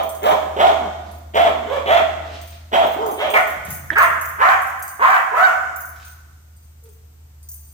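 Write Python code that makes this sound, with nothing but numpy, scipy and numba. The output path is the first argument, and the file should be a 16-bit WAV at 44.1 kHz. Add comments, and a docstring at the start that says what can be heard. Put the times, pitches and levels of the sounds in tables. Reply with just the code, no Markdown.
"""A small dog tugs at a toy in a tiled living room, growling and barking through it, then lets go and barks openly
as it runs off down the hall, where it whimpers once. Its collar tags jingle, paws thud on the rug and claws tick
on the tiles. The hard room rings after every bark; a motor hums low and steadily somewhere in the house."""
import sys
import numpy as np
from scipy import signal
from scipy.fft import rfft, irfft, next_fast_len
from scipy.io import wavfile
from scipy.ndimage import uniform_filter1d
from numba import njit

SR = 44100
rng = np.random.default_rng(int(sys.argv[2]) if len(sys.argv) > 2 else 0)


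def output_pcm(signal):
    """Save a mono or channel-first signal as 16-bit PCM at the path in sys.argv[1].

    Samples are clipped to [-1, 1] before scaling.
    """
    pcm = np.clip(np.atleast_2d(signal).T, -1, 1) * 32767
    wavfile.write(sys.argv[1], SR, np.round(pcm).astype(np.int16))


N = 340889

# one bark a row: (s, rise to the top pitch s, fall s, top pitch Hz, level dB, attack s, roughness at the top 0-1,
#   mouth resonance at the start Hz, and at the top Hz, jaw opening 0-1, rasp above 2 kHz dB, direct sound dB, left lead ms)
BARKS = [
    (-.11, 0.1024, 0.066, 630, -12.5, .05, 0.66, 454, 680, 0, -2, -3.5, .44),
    (.218, 0.085, 0.073, 642, -10, 0.0483, 0.46, 457, 765, 0.03, -4.5, -1, 0.52),
    (.56, 0.099, 0.087, 720.5, -8, 0.055, 0.4, 456, 780, 0, -1.5, -1, -0.37),
    (1.335, .095, 0.096, 700.6, -10, 0.041, 0.44, 504, 740, 0, 2, 0.5, 0.38),
    (1.65, 0.093, 0.077, 573.6, -15.5, 0.076, 0.26, 347, 556, 0, -3.5, -5.5, 0),
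    (1.855, 0.099, 0.081, 700.3, -9, 0.054, 0.42, 540, 800, 0.12, 4.5, 0, 0.32),
    (2.715, 0.071, 0.11, 677.6, -11, 0.026, 0.53, 547, 743, 0.02, 0, -1.5, -0.38),
    (2.94, .085, 0.14, 451, -22.5, 0.076, 0.45, 400, 450, 0, -22, 2, 0.43),
    (3.17, 0.084, 0.079, 621, -16, 0.037, 0.54, 480, 620, 0, 3, -3, 0.2),
    (3.334, .07, .035, 748.5, -10.5, 0.0051, 0.1, 2320, 1450, 0.6, -0.5, -0.5, .3),
    (3.952, .09, 0.048, 699, -8, 0.006, 0.42, 1640, 1100, 0.91, 8.5, -5.5, -0.16),
    (4.384, 0.12, 0.067, 787, -7.5, 0.0281, 0.41, 1050, 1100, 0.94, 7, -4.5, -0.37),
    (4.99, 0.12, .11, 777.7, -9, 0.034, 0.46, 990, 1114, 0.98, 5, -2.5, -0.25),
    (5.3, 0.13, 0.0962, 759.3, -8, 0.072, 0.21, 730, 1400, 0.88, 1.5, -18, 0.44),
]
# throat and muzzle, jaws shut on the toy and wide open (Hz, dB)
SHUT = [(50, -68.5), (140, -24), (300, -13.5), (480, -14), (680, -5.5), (1000, -10.5), (1400, -17), (1800, -20.5), (2700, -25.5), (3300, -22), (4500, -38.5), (7600, -38), (9500, -46.5), (15000, -39)]
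OPEN = [(50, -73), (200, -15.5), (350, -18), (720, -8), (1050, -8), (1500, -9.5), (1850, -10.5), (2400, -22.5), (3100, -30.5), (4000, -44), (7000, -36), (9700, -41), (15000, -33)]
# upper resonances of the muzzle (Hz, width Hz, dB)
MUZZLE = [(2230, 194, 0.5), (3265.5, 480, -1)]
# squeals inside the yelps (s, length s, start Hz, end Hz, level dB)
SQUEALS = [(3.339, .048, 2481, 1917, -14.5), (3.338, 0.033, 996, 1138, -15.5), (3.961, 0.078, 1420, 931, -8.5),
           (5.016, .11, 1032, 1087, -15), (5.338, 0.016, 985, 1022, -14.5)]
# the toy rubs in the teeth and the dog skids (s, length s, level dB, centre Hz)
SCUFFS = [(1.02, 0.14, -52.5, 3500), (2.202, 0.26, -43.5, 2900), (2.373, 0.22, -47, 3000), (3.642, 0.097, -40, 2000), (5.93, 0.17, -53, 3500)]
# a whimper from the hall (s, length s, start Hz, end Hz, level dB)
WHIMPER = [(6.82, .09, 468, 424, -45)]  # fixed
# collar tags knock together (s, peak dB, low ring against high ring dB)
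JINGLES = [(0.0305, -17, -7), (.0902, -17, 0), (0.2296, -15.5, -24.5), (0.261, -32, -4.5), (1.113, -29, -3), (1.349, -23.5, -4.5),
           (2.413, -23, 4.5), (2.866, -20, -8.5), (3.061, -14, -3.5), (3.301, -14, 0.5), (3.47, -17.5, -7), (3.6496, -17, -2.5),
           (3.7036, -10.5, -10), (3.713, -15, -0.5), (3.9795, -8, 0), (4.2119, -11.5, -11.5), (4.617, -17.5, -6), (4.7925, -24, -9),
           (4.8233, -11.5, -0.5), (4.8697, -27, 7.5), (5.7595, -16, -8), (5.8085, -18.5, -4), (6.0471, -23, 1), (6.563, -34, 7),
           (6.8355, -30.5, 0), (7.4275, -29.5, 7), (7.487, -14.5, -5), (7.5586, -31, 12.5), (7.6488, -31, 6)]
# modes of the tags (Hz, dB, t60 s)
TAGS = [(4720, -16, 0.19), (6200, -10, 0.31), (6600, -24, .34), (6730, -23, 0.28), (8530, -2.5, 0.15), (8662, -2.5, 0.24), (10740, -18, 0.3), (11600, 2, 0.11),
        (11200, 0, 0.1), (12700, -10, .26), (14600, -6.5, 0.14), (14700, -3, .25), (15100, -23.5, .3), (15140, -1, 0.281)]
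# paws land on the rug (s, peak dB, pitch Hz)
PAWS = [(3.574, -26.5, 86.2), (3.658, -25.5, 122), (3.689, -19.5, 139), (3.729, -38.5, 135), (3.799, -47.5, 91.5),
        (3.879, -34.5, 92)]
# claws on the tiles (s, peak dB)
CLAWS = [(5.93, -39), (5.96, -31), (5.998, -31), (6.028, -28.5), (6.068, -34), (6.856, -41.5)]
# the jaws snap shut (s, peak dB, ring Hz, width Hz)
SNAP = [(3.9036, -5, 1750, 480)]  # fixed
# the motor's main tone (s, Hz, level dB)
HUM = [(0.0, 82.6, -42), (0.11, 79.56, -45.5), (0.64, 78.6, -38.5), (1.57, 79.5, -38.5), (1.68, 80.7, -40),
       (2.37, 80.1, -37), (3.25, 80.7, -49.5), (3.85, 81.3, -40.5), (4.05, 81.5, -44), (4.22, 81, -42.5),
       (4.74, 81.05, -48), (5.25, 81.6, -62), (5.98, 77.5, -42), (6.29, 77.7, -46.5), (7.25, 77.35, -45),
       (7.43, 75.2, -42.5), (7.66, 74.4, -43), (7.73, 72.64, -44.5)]
# its weaker steady tones (Hz, dB)
HUM_TONES = [(55.3, -68), (58.8, -61), (66.1, -69), (70.5, -62), (118, -67), (132, -62)]
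# still air of the house (Hz, dB per Hz)
AIR = [(15, -52.5), (25, -27), (50, -12.5), (82, -1), (105, -10.5), (190, -29), (531, -40), (754, -38.5), (4140, -48),
       (8590, -44), (9570, -54), (14800, -39.5), (16000, -63.5)]
# ring time of the room (Hz, s)
ROOM_T60 = [(150, 2.8), (400, 1.1), (700, 0.99), (1500, 1.27), (3200, 0.93), (7000, 1.9), (14000, 0.77)]
TOP_HZ = 16000  # fixed
TIME = np.arange(N) / SR
AIR_DB = -62
# every bark is an arch: pitch at its ends as shares of the top, and how flat the top is
START_SHARE, END_SHARE, ARCH_POWER = .42, .58, 1.9
# the push of air swells, sags while it lasts and is let go
ONSET_DB, SAG_DB_PER_S, RELEASE_S, RELEASE_DB = -17, 23.5, .05, -18
# the folds flap most unevenly at the ends of the arch
EDGE_ROUGH = 0.929
DOG_PAN_DB = -2
# low grumbles between the barks (s, length s, start Hz, end Hz, level dB, rasp above 2 kHz dB)
GRUMBLES = [(.79, 0.12, 269, 170.8, -30.5, -35.5), (1.531, 0.16, 256, 217, -36, -29), (2.136, .24, 168.5, 137.6, -43, -10.5), (3.907, 0.051, 314.5, 330, -31.5, 2)]
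TAG_PAN_DB = 1.5
# a muffled bark bites at first and dulls as the air runs out (treble above 1.5 kHz)
BITE_DB, BITE_FADE_DB_PER_S = 6.5, 63
# they rise as the lips draw back during a muffled bark (share per s)
MUZZLE_RISE_PER_S = 0.8


def undb(db):
    return 10 ** (np.asarray(db) / 20)


def unit(x):
    """Scaled to rms 1."""
    return x / np.sqrt(np.mean(x ** 2) + 1e-18)


def add(track, s, sound):
    """Mixes a sound in from time s."""
    start = int(s * SR)
    part = sound[..., max(-start, 0):N - start]
    track[..., max(start, 0):max(start, 0) + part.shape[-1]] += part


def lookup(points, hz):
    """Reads (Hz, value) points on a log-frequency axis."""
    f, value = np.transpose(points)
    return np.interp(np.log(hz + 1), np.log(f), value)


def colour(x, db_at):
    """Filters by a function from Hz to dB."""
    size = next_fast_len(x.shape[-1] + 1024)  # fixed
    return irfft(rfft(x, size) * undb(db_at(np.arange(size // 2 + 1) * SR / size)), size)[..., :x.shape[-1]]


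@njit
def svf(x, hz, width):
    """Band-pass with a moving centre, gain 1 there."""
    y, b, l = np.empty(len(x)), 0., 0.
    for i in range(len(x)):
        g, k = np.tan(np.pi * hz[i] / SR), width / hz[i]
        v = (b + g * (x[i] - l)) / (1 + g * (g + k))
        b, l, y[i] = 2 * v - b, l + 2 * g * v, k * v
    return y


def resonance(x, hz, width):
    """One resonance, fixed or moving."""
    return svf(x, hz * np.ones(len(x)), float(width))


def wander(t, rate):
    """Smooth chance of spread near 1 that changes rate times a second."""
    return unit(np.interp((t - t[0]) * rate, np.arange(2048), rng.standard_normal(2048)))  # fixed


def place(x, pan_db, lead_ms=0):
    """A sound at the two microphones, louder and earlier on its own side."""
    i, shift = np.arange(len(x)), lead_ms * SR / 2000  # fixed
    return np.array([undb(side * pan_db / 2) * np.interp(i + side * round(shift), i, x) for side in (1, -1)])


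def bark(t, hz, db, rough, mouth_hz, jaw, rasp_db, mouth_db=4, open_db=4, mouth_width_hz=240, tone_db=1, hiss_db=2, dulling=0.29):
    """Unevenly flapping vocal folds and pulsed air, shaped by the throat and the moving mouth."""
    jitter, flutter, growl, breath = .055 - .02 * jaw, .9, .9, 1.05 - .4 * jaw  # fixed
    phase = 2 * np.pi * np.cumsum(hz * (1 + jitter * rough * wander(t, 401.9))) / SR
    overtones = sum(np.cos(k * phase) * (k * hz < TOP_HZ) * undb(-np.maximum(k - 6, 0) * 0.44) for k in np.arange(2, 25))
    # strong and weak cycles alternate, which puts growling half tones between the harmonics
    uneven = (1 + growl * rough * np.cos(phase / 2 + wander(t, 60))) * (1 + flutter * rough * wander(t, 260))
    # the lowest tone stays nearly clean, and the rushing air lies above it
    folds = unit(overtones * uneven + undb(tone_db) * np.cos(phase) * (3 + uneven) / 4)  # fixed
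    air = rng.standard_normal(len(t)) * (1 + 1.27 * np.cos(phase)) * undb(2.5 * wander(t, 120))
    air = colour(air, lambda f: lookup([(250, 0.5), (500, 0.5), (850, 6), (3500, 8.0), (6000, hiss_db)], f) + jaw * lookup([(500, -11), (900, 0.5)], f))
    source = folds * np.clip(1 - rough / 2, .05, 1) + breath * rough * air
    source = source + undb(mouth_db + jaw * open_db) * resonance(source, mouth_hz, mouth_width_hz) \
        + (1 - jaw) * sum(undb(gain_db) * resonance(source, f * (1 + MUZZLE_RISE_PER_S * (t - t.mean())), width) for f, width, gain_db in MUZZLE)
    voice = colour(source, lambda f: (1 - jaw) * lookup(SHUT, f) + jaw * lookup(OPEN, f) + rasp_db * lookup([(1200, 0.079), (2000, 1.0), (3600, 0.83), (5000, 0.25)], f))
    treble = colour(voice, lambda f: lookup([(900, -26.5), (1600, 0)], f))
    voice = voice + treble * (undb((0.5 - jaw) * (BITE_DB - BITE_FADE_DB_PER_S * t)) - 1)
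    # a weak push of air gives a duller voice
    dull = colour(voice, lambda f: lookup([(450, 14), (1200, -23)], f))
    voice = dull + (voice - dull) * undb((db - db.max()) * dulling)
    edges = np.clip(t / 0.0061, 0, 1) * np.clip((t[-1] - t) / .012, 0, 1)
    return voice / np.sqrt(uniform_filter1d(voice ** 2, int(0.042 * SR)) + 1e-12) * undb(db) * edges


def barking(direct_db=-2):
    """All the barks: what reaches the microphones straight, and what goes into the room."""
    near, sent = np.zeros((2, N)), np.zeros((2, N))
    for s, *push, jaw, rasp_db, facing_db, lead_ms in BARKS:
        voice = bark(*arch(*push), np.clip(jaw, 0, 1), rasp_db)
        add(near, s, place(voice, DOG_PAN_DB, lead_ms) * undb(direct_db + facing_db))
        add(sent, s, place(voice, DOG_PAN_DB))
    return near, sent


def whimper(overtone_db=-22, edge_db=-9, waver=0.027):
    """A short falling tone through the nose, almost pure."""
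    out = np.zeros(N)
    for s, *call in WHIMPER:
        t, hz, db = glide(*call, edge_db)
        phase = 2 * np.pi * np.cumsum(hz * (1 + waver * wander(t, 94))) / SR
        tone = np.sin(phase) + undb(overtone_db) * (np.sin(2 * phase) + np.sin(3 * phase))
        add(out, s, tone * undb(db) * signal.windows.tukey(len(t), .2))  # fixed
    return out


def tags(level_db=-7, bounce_s=0.02, bounce_db=-3, tick_db=-4, tick_s=0.0082, scatter_db=3, touch_s=0.0013):
    """Each knock is a quick rattle of contacts; the swinging tags ring a little differently every time."""
    out, t = np.zeros((2, N)), np.arange(SR // 4) / SR
    hz, db, t60 = np.transpose(TAGS)
    fades = np.exp(-np.log(1000) * t / t60[:, None])
    for s, peak_db, low_db in JINGLES:
        for k, wait in enumerate(np.cumsum(rng.uniform(.3, 2.0, size=3))):
            detune = 1 + .004 * rng.standard_normal((len(hz), 1))  # fixed
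            ring = undb(db + low_db * (hz < 10000) + scatter_db * rng.standard_normal(len(hz))) @ (np.sin(2 * np.pi * hz[:, None] * detune * t) * fades)
            tick = colour(rng.standard_normal(len(t)) * np.exp(-t / tick_s), lambda f: lookup([(3000, -31.0), (6500, 5.5), (10000, -5), (14500, 4.5)], f))
            contact = (ring / np.abs(ring).max() + undb(tick_db) * tick / 2) * (1 - np.exp(-t / touch_s))
            add(out, s + (k > 0) * wait * bounce_s, place(contact, TAG_PAN_DB, rng.uniform(-0.29, 0.17)) * undb(peak_db + level_db + k * bounce_db))
    return out


def knock(hz, width, decay_s):
    """A brief noisy contact through one steep resonance; peak 1."""
    t = np.arange(SR // 5) / SR
    y = resonance(resonance(rng.standard_normal(len(t)) * np.exp(-t / decay_s), hz, width), hz, width)
    return y / np.abs(y).max()


def footfalls(paw_db=-4, claw_db=-4):
    """Dull paws on the rug and sharp claws on the tiles."""
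    out = np.zeros(N)
    for s, db, hz in PAWS:
        add(out, s - .008, undb(db + paw_db) * knock(hz, 64, 0.0043))
    for s, db in CLAWS:
        add(out, s, undb(db + claw_db) * knock(2780, 5360, 0.0059))
    return out


def snap(level_db=0, click_db=-30):
    """Teeth meet and ring the mouth for a few cycles."""
    out, t = np.zeros(N), np.arange(SR // 50) / SR
    for s, db, hz, width in SNAP:
        swell = np.pi * width * t
        add(out, s, undb(db + level_db) * np.sin(2 * np.pi * hz * t) * (swell / 2) ** 2 * np.exp(2 - swell))
        add(out, s, undb(db + click_db) * knock(4500, 6000, 0.0015))
    return out


def room(x, gap_s=0.0044, build_s=0.0009, early_db=3, early_s=0.044, shared_hz=550, treble_db=-2):
    """Dense reflections off tiles and walls, strongest early on; the bass is alike at both microphones."""
    t = np.arange(int(1.5 * SR)) / SR  # fixed
    centres = 100 * 2 ** np.arange(8.)  # fixed
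    noise, tail = rng.standard_normal((2, len(t))), 0
    for k, hz in enumerate(centres):
        mid, side = colour(noise, lambda f: 10 * np.log10(lookup(np.c_[centres, np.arange(len(centres)) == k], f) ** 2 + 1e-12))
        apart = min(hz / shared_hz, 1)
        tail = tail + np.array([mid + apart * side, mid - apart * side]) * np.exp(-np.log(1000) * t / lookup(ROOM_T60, hz))
    tail = tail * np.clip((t - gap_s) / build_s, 0, 1) * (1 + undb(early_db) * np.exp(-t / early_s))
    # rug and furniture soak up some of the treble
    tail = colour(tail, lambda f: treble_db * lookup([(1500, 0.22), (3500, 0.6)], f))
    return signal.fftconvolve(x, unit(tail) / np.sqrt(len(t)), axes=1)[:, :N]


def hum(level_db=0, beat_db=-19, beat_hz=9.5):
    """A low motor tone that drifts and throbs, with weaker steady tones around it."""
    s, hz, db = np.transpose(HUM)
    phase = 2 * np.pi * np.cumsum(np.interp(TIME, s, hz)) / SR
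    throb = 1 + undb(beat_db) * np.sin(2 * np.pi * beat_hz * TIME + wander(TIME, 9.1))
    main = np.sin(phase) * throb * undb(np.interp(TIME, s, db) + level_db)
    others = sum(undb(tone_db) * np.sin(2 * np.pi * f * TIME + .6 * wander(TIME, 8.7)) for f, tone_db in HUM_TONES)
    return np.sqrt(2) * (main + others * undb(0.37 * np.interp(TIME, s, db - np.median(db))))


def air(bass_db=-8):
    """Faint steady hiss and rumble, wide in the treble."""
    mid, side = colour(rng.standard_normal((2, N)), lambda f: lookup(AIR, f) + bass_db * lookup([(110, 0.95), (200, 0)], f))
    side = colour(side, lambda f: lookup([(80, -15), (500, 1.5)], f))
    return np.array([mid + side, mid - side]) * undb(AIR_DB + 2.5) / np.std(side)


def squeals(waver=0.016, flutter=0.43, edge_db=-9):
    """In the yelps a second, higher tone breaks out beside the voice."""
    out = np.zeros(N)
    for s, *call in SQUEALS:
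        t, hz, db = glide(*call, edge_db)
        phase = 2 * np.pi * np.cumsum(hz * (1 + waver * wander(t, 300))) / SR
        swell = undb(db) * signal.windows.tukey(len(t), .2)  # fixed
        add(out, s, np.sqrt(2) * np.sin(phase) * swell * (1 + flutter * wander(t, 150)))
    return out


def scuffs(grain_db=3):
    """Cloth and fur rub in short, grainy swells."""
    out = np.zeros(N)
    for s, length_s, db, hz in SCUFFS:
        t = np.arange(int(length_s * SR)) / SR
        rub = resonance(resonance(rng.standard_normal(len(t)), hz, hz), hz, hz) * undb(grain_db * wander(t, 90))
        add(out, s, unit(rub) * np.sin(np.pi * t / length_s) * undb(db))
    return out


def glide(length_s, start_hz, end_hz, level_db, edge_db):
    """Time, pitch and level of a short call that slides in pitch, swells and fades."""
    t = np.arange(int(length_s * SR)) / SR
    along = t / length_s
    return t, start_hz + (end_hz - start_hz) * along, level_db + edge_db * (2 * along - 1) ** 2


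def arch(rise_s, fall_s, top_hz, level_db, attack_s, top_rough, start_mouth_hz, top_mouth_hz):
    """One push of air: pitch rises and falls, the voice is clearest at the top, the mouth closes as it falls."""
    t = np.arange(int((rise_s + fall_s) * SR)) / SR
    rising = t < rise_s
    slack = np.abs((t - rise_s) / np.where(rising, rise_s, fall_s)) ** ARCH_POWER
    share = 1 - slack * (1 - np.where(rising, START_SHARE, END_SHARE))
    db = level_db + ONSET_DB * np.maximum(1 - t / attack_s, 0) - SAG_DB_PER_S * np.maximum(t - attack_s, 0) \
        + RELEASE_DB * np.maximum(1 - (t[-1] - t) / RELEASE_S, 0)
    rough = np.clip(top_rough + (EDGE_ROUGH - top_rough) * slack, 0, 1)
    mouth_hz = np.where(rising, start_mouth_hz + (top_mouth_hz - start_mouth_hz) * t / rise_s, top_mouth_hz * np.sqrt(share))
    return t, top_hz * share, db, rough, mouth_hz


def grumbles(rough=0.45, edge_db=-9):
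    """The same voice, low and soft, with the jaws shut on the toy."""
    out = np.zeros(N)
    for s, *call, rasp_db in GRUMBLES:
        t, hz, db = glide(*call, edge_db)
        add(out, s, bark(t, hz, db, rough * np.ones(len(t)), hz, 0, rasp_db))
    return out


def scene(room_db=-2, tag_room_db=-2, step_room_db=1, snap_room_db=-5, squeal_db=-3, grumble_room_db=-2):
    """The dog's sounds, straight and by way of the room, over the hum and the still air."""
    near, sent = barking()
    jingle, steps, teeth, whine, grumble = tags(), footfalls() + scuffs(), place(snap(), -7.5, .1), whimper(), grumbles()
    yelps = place(squeals(), -1.5, -.2) * undb(squeal_db)
    sent = sent + yelps + undb(tag_room_db) * jingle + undb(step_room_db) * steps + undb(snap_room_db) * teeth \
        + whine + undb(grumble_room_db) * grumble
    return near + yelps + jingle + .5 * steps + teeth + .5 * whine + grumble + undb(room_db) * room(sent) + hum() + air()


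def record(dry):
    """The phone drops the deepest bass, rounds the loudest peaks and cuts the top."""
    x = signal.sosfilt(signal.butter(3, 38, "high", fs=SR, output="sos"), np.tanh(.8 * dry) / .8)  # fixed
    return signal.sosfilt(signal.ellip(10, .2, 70, TOP_HZ, fs=SR, output="sos"), x)  # fixed


dry = scene()
out = record(dry)
output_pcm(out)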